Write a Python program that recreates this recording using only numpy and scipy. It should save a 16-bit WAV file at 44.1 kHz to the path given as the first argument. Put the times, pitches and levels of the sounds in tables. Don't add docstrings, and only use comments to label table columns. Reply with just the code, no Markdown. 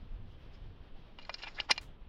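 import sys
import numpy as np
from scipy import signal
from scipy.fft import rfft, irfft
from scipy.io import wavfile
from scipy.ndimage import uniform_filter1d

SR = 44100
rng = np.random.default_rng(int(sys.argv[2]) if len(sys.argv) > 2 else 0)


def convert_level_to_amplitude(level_db):
    exponent = np.asarray(level_db, float) / 20
    return 10 ** exponent


def unload_audio(sound):
    columns = np.transpose(np.atleast_2d(sound))
    steps = np.round(np.clip(columns, -1, 1) * 32767)
    wavfile.write(sys.argv[1], SR, steps.astype(np.int16))


N = 91728
T = np.arange(N) / SR

# f/Hz, level/dB per Hz
METAL = [(200, -20), (700, 1.5), (1500, -2), (2800, -5), (5000, -7), (16000, -8)]


def table(rows, x, log=False):
    a, b = np.array(rows).T[:2]
    if log:
        return np.interp(np.log(x + 1), np.log(a + 1), b)
    return np.interp(x, a, b)


def colour(x, rows):
    gain = convert_level_to_amplitude(table(rows, np.fft.rfftfreq(len(x), 1 / SR), True))
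    y = irfft(rfft(x) * gain, len(x))
    return y / np.sqrt(np.mean(y ** 2))


def coloured_noise(rows, size=N):
    return colour(rng.standard_normal(size), rows)


def walk(rate):
    hold = int(SR / rate)
    steps = np.repeat(rng.standard_normal(N)[:N // hold + 1], hold)
    v = uniform_filter1d(uniform_filter1d(steps, hold), hold)[:N]
    return v / v.std()


def wind():
    # t/s, level/dB
    gusts = [(0.0, -54), (0.03, -40), (0.07, -51), (0.15, -43), (0.2, -46), (0.3, -45), (0.45, -47),
             (0.6, -50), (0.71, -44), (0.76, -50.5), (0.9, -54), (1.05, -52), (1.3, -56), (1.6, -59),
             (1.76, -53), (1.87, -47), (1.98, -53), (2.08, -49)]
    # f/Hz, level/dB per Hz
    wind_colour = [(5.9, -29), (10, 0), (22, 5.5), (42, -5.5), (118, -12), (291, -29.5), (500, -39.5),
                   (650, -65), (1100, -120)]
    buffet_db, buffet_per_s = 1.6, 30
    return convert_level_to_amplitude(table(gusts, T) + buffet_db * walk(buffet_per_s)) * coloured_noise(wind_colour)


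def pops():
    # t/s, peak level/dB, f/Hz
    eddies = [(0.024, -42, 74), (0.11, -39, 35), (0.144, -35, 41.3), (2.02, -46, 40), (0.636, -45, 46),
              (0.805, -42, 65), (0.988, -46.5, 109), (0.934, -41, 14.6), (0.705, -41, 29), (1.07, -46, 29),
              (1.214, -45.5, 13), (1.7, -50, 37), (1.806, -49, 55)]
    pop_cycles, delay_s = 0.86, 0.008
    out = np.zeros(N)
    for s, db, hz in eddies:
        bump = np.exp(-2 * ((T - s - delay_s) * hz / pop_cycles) ** 2)
        out += convert_level_to_amplitude(db) * bump * np.sin(2 * np.pi * hz * (T - s))
    return out


def air():
    # f/Hz, level/dB per Hz
    leaf_colour = [(110, -17), (170, -9.5), (400, -13), (1500, -23.5), (2200, -26), (3200, -23),
                   (5500, -39), (7300, -58)]
    # t/s, level/dB, treble level/dB
    breeze = [(0, 1.5, 1), (.1, .5, 2.5), (.17, -1, -3.5), (.27, 0, 4), (.42, 0, 0), (.54, 1.5, 2),
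              (.62, 1, -0.5), (.75, 0.46, -2), (.83, 1, -2), (.92, 0, -1.5), (1.0, 0.5, -1.5),
              (1.1, 1.5, -1), (1.8, 1.1, 0), (1.9, 0, -10), (1.97, -2, -9), (2.08, 0.5, -11.5)]
    air_db, swell_db, flicker_db, treble_flutter_db = -63, 0.5, 1.2, 2.0
    f = np.fft.rfftfreq(N, 1 / SR) + 1
    whole = rfft(coloured_noise(leaf_colour))
    swell = walk(23)
    treble = table([(s, db) for s, _, db in breeze], T) + treble_flutter_db * swell
    out = np.zeros(N)
    for hz in 140 * 2 ** (np.arange(15) / 2):
        band = irfft(whole * np.clip(1 - 2 * np.abs(np.log2(f / hz)), 0, 1), N)
        treble_share = min(hz / 6000, 1) ** 2
        out += band * convert_level_to_amplitude(swell_db * swell + treble_share * treble + flicker_db * walk(33))
    return convert_level_to_amplitude(air_db + table(breeze, T)) * out


def ring(t, hz, octaves, damp):
    # f/Hz, level/dB, t60/s
    cap_modes = [(550, -14, 0.07), (823, 2.5, 0.03), (923, 5, 0.023), (1451, -0.5, 0.092),
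                 (1716, 0.5, 0.052), (2060, -1.5, 0.045), (2409, 2.5, .06), (2830, 7.5, 0.032),
                 (730, -3, 0.025), (4180, 3.5, 0.036), (4740, -0.5, .035), (4963, -0.5, 0.03),
                 (5300, -2.5, 0.035), (1250, -10, 0.03)]
    contact_s, scatter_db, detune = 0.0002, 1.0, 0.004
    crack_db, crack_t60_s, tail_db, tail_t60_s = -2.5, 0.024, -28.5, 0.13
    f, db, t60 = np.array(cap_modes).T[:, :, None]
    level_luck, pitch_luck = rng.standard_normal((2, len(f), 1))
    octaves = max(octaves, 0.2)

    def fade(t60_s):
        return convert_level_to_amplitude(-60 * np.maximum(t, 0) / t60_s) * np.clip(t / contact_s, 0, 1)

    gain = convert_level_to_amplitude(db - 8.0 * (np.log2(f / hz) / octaves) ** 2 + scatter_db * level_luck)
    tones = np.sin(2 * np.pi * f * (1 + detune * pitch_luck) * t)
    modes = (gain * fade(t60 * damp) * tones).sum(axis=0)

    bins = np.fft.rfftfreq(len(t), 1 / SR) + 1
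    focus = convert_level_to_amplitude(np.maximum(-2.5 * (np.log2(bins / hz) / octaves) ** 2, -24))
    noise = irfft(rfft(coloured_noise(METAL, len(t))) * focus, len(t))
    noise_fade = convert_level_to_amplitude(crack_db) * fade(crack_t60_s) + convert_level_to_amplitude(tail_db) * fade(tail_t60_s)
    return modes / np.abs(modes).max() + noise / noise.std() * noise_fade / 2


def scrapes():
    # t/s, rise/s, fall/s, peak level/dB, f/Hz
    drags = [(.545, .01, .012, -59, 5900), (1.216, .006, .006, -49, 3000), (1.228, .008, .006, -49, 4180),
             (1.232, .004, .004, -51, 2500), (1.335, .008, .003, -48, 4950), (1.384, .005, .02, -46, 2830),
             (1.388, .004, .01, -48, 5200), (1.421, .001, .005, -39, 3000), (1.427, .002, .005, -38, 4300),
             (1.444, .008, .0012, -36, 2830), (1.442, .005, .002, -43, 4200),
             (1.464, .012, .004, -44, 2830), (1.474, .005, .004, -36, 2400), (1.44, .005, .006, -46, 750),
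             (1.485, .006, .002, -38, 2100), (1.483, .003, .003, -44, 4900), (1.47, .006, .006, -46, 800),
             (1.572, .008, .006, -45, 1700), (1.556, .008, .012, -47, 4180), (1.581, .004, .003, -41, 2100),
             (1.566, .004, .005, -48, 800), (1.589, .004, .002, -31, 2100), (1.601, .002, .003, -31, 4200),
             (1.5995, .003, .002, -30, 2830), (1.612, .006, .01, -45, 1700), (1.699, .004, .004, -29, 1500),
             (1.7, .005, .005, -30, 880), (1.695, .004, .008, -36, 5300), (1.712, .0025, .0012, -11, 5050),
             (1.7125, .002, .002, -16, 2250), (1.761, .002, .01, -43, 2800), (1.78, .0015, .002, -30, 2300),
             (1.698, .004, .006, -33, 2060), (1.7, .005, .005, -36, 3000), (1.605, .003, .004, -36, 4960)]
    octaves, grit_db, damp = 0.33, 3.5, 0.55
    out, size = np.zeros(N + SR), SR // 5
    t = np.arange(size) / SR
    u = t - t[size // 2]
    for s, rise, fall, db, hz in drags:
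        i = int(s * SR) - size // 2
        grit = rng.standard_normal(size) * convert_level_to_amplitude(grit_db * rng.exponential(size=size))
        pressure = np.exp(np.minimum(u / rise, -u / fall))
        y = signal.fftconvolve(grit * pressure, ring(t, hz, octaves, damp))
        out[i:i + len(y)] += convert_level_to_amplitude(db) * y / np.abs(y).max()
    return out[:N]


def rub():
    # t/s, level/dB
    rub_pressure = [(1.18, -75), (1.2, -70), (1.225, -65), (1.242, -69), (1.262, -62), (1.285, -62.5),
                    (1.32, -65), (1.36, -60.5), (1.4, -54.5), (1.46, -57), (1.49, -58), (1.515, -61),
                    (1.555, -58), (1.624, -59), (1.65, -57), (1.675, -70), (1.74, -58), (1.82, -61)]
    flutter_db = 2.2
    seated = np.clip((T - 1.177) / 0.004, 0, 1) * np.clip((1.84 - T) / 0.03, 0, 1)
    return seated * convert_level_to_amplitude(table(rub_pressure, T) + flutter_db * walk(90)) * coloured_noise(METAL)


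def taps():
    # t/s, peak level/dB, f/Hz, spread/octaves
    knocks = [(1.187, -39, 2700, 0.66), (1.1873, -42, 840, .5), (1.195, -44, 2650, 1),
              (1.2503, -43, 4180, 0.11), (1.25, -46.5, 2280, .6), (1.2945, -41, 550, .2),
              (1.2958, -32, 1150, .4), (1.294, -27, 980, 0.75), (1.2955, -30, 2240, 0.57),
              (1.295, -35.5, 4600, 0.7), (1.3417, -25, 4900, 0.2), (1.342, -35, 2520, 0.88),
              (1.4344, -33, 1850, 1.1), (1.4258, -38, 4180, .5), (1.4712, -41, 800, .4),
              (1.4345, -42, 780, .4), (1.587, -36, 2060, .4), (1.588, -40.5, 887, 0.65),
              (1.599, -33.5, 800, 0.33), (1.6025, -34, 740, 0.3), (1.7047, -22, 963, 0.35),
              (1.7065, -21, 930, .35), (1.7095, -21, 2060, 0.25), (1.7105, -26, 860, 0.3),
              (1.7135, -16, 5000, 0.34), (1.715, -19.5, 2409, .25), (1.7206, -27.5, 2409, 0.23),
              (1.7782, -25, 3820, 0.64), (1.778, -37, 780, 0.5), (1.6009, -21, 2830, 0.16),
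              (1.6036, -36, 2830, 0.36), (1.7085, -18, 2930, .6), (1.705, -29, 5180, 0.26),
              (1.5915, -35.5, 2060, 0.34)]
    out, size = np.zeros(N + SR), SR // 5
    t = np.arange(size) / SR
    for s, db, hz, octaves in knocks:
        i = int(s * SR)
        y = ring(t - (s - i / SR), hz, octaves, 0.89)
        out[i:i + size] += convert_level_to_amplitude(db) * y / np.abs(y).max()
    return out[:N]


def muffle(x):
    # f/Hz, level/dB
    path = [(120, -12), (500, 0), (5400, -0.5), (6000, -12), (7000, -9), (7700, -21), (9300, -43.5),
            (13000, -58.5)]
    gain = convert_level_to_amplitude(table(path, np.fft.rfftfreq(2048, 1 / SR), True))
    cepstrum = irfft(np.log(gain))
    cepstrum[1:1024] *= 2
    cepstrum[1025:] = 0
    response = irfft(np.exp(rfft(cepstrum)))[:1024]
    return signal.fftconvolve(x, response)[:N]


def bursts(rows, t60, rise_s=0.00076):
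    out = np.zeros(N)
    for s, db in rows:
        u = T - s
        out += convert_level_to_amplitude(db - 60 * np.maximum(u, 0) / t60) * np.exp(np.minimum(u, 0) / rise_s)
    return out


def sizzle():
    # t/s, level/dB
    sprays = [
        (1.294, -83),
        (1.342, -73),
        (1.601, -86),
        (1.701, -66),
        (1.7065, -58),
        (1.7105, -47.5),
        (1.713, -39),
        (1.7205, -60.5),
        (1.778, -66),
    ]
    # f/Hz, level/dB per Hz
    rim_colour = [(7600, -29), (8500, -0.5), (9250, 8.5), (10400, -5.5), (11500, -16), (13500, -23),
                  (14800, -30.5), (15500, -48)]
    # t/s, level/dB
    shimmer_starts = [
        (1.343, -94),
        (1.7, -76.5),
        (1.778, -102),
    ]
    # f/Hz, level/dB per Hz
    shimmer_colour = [(7800, -26.5), (8800, -3), (13800, -3), (14600, -34.5)]
    spray = bursts(sprays, 0.015) * coloured_noise(rim_colour)
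    return spray + bursts(shimmer_starts, 0.3) * coloured_noise(shimmer_colour)


def thud():
    # f/Hz, level/dB, t60/s
    wheel_modes = [(234, -46, 0.078), (382, -40.5, 0.047)]
    u = np.maximum(T - 1.709, 0)
    return sum(convert_level_to_amplitude(db - 60 * u / t60) * np.sin(2 * np.pi * hz * u) for hz, db, t60 in wheel_modes)


def finger():
    # f/Hz, level/dB per Hz
    finger_colour = [(1000, 1.5), (3000, -1.5), (7000, -7.5), (12000, -15.5), (16000, -15.5)]
    start_s, slide_db, hold_s, t60_s = 1.812, -58.5, 0.019, 0.16
    u = T - start_s
    fade = convert_level_to_amplitude(slide_db - 60 * np.maximum(u - hold_s, 0) / t60_s)
    return (u > 0) * fade * coloured_noise(finger_colour)


def scene():
    outdoors = wind() + pops() + air()
    slide = finger()
    contacts = muffle(rub() + taps() + scrapes())
    return (outdoors + slide + contacts + sizzle() + thud())[None]


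def low_pass(x):
    return signal.sosfilt(signal.butter(12, 15750, fs=SR, output="sos"), x)


def record(dry):
    hiss_db = -96.5
    mix = dry + convert_level_to_amplitude(hiss_db) * rng.standard_normal(dry.shape)
    return low_pass(mix)


dry = scene()
out = record(dry)
unload_audio(out)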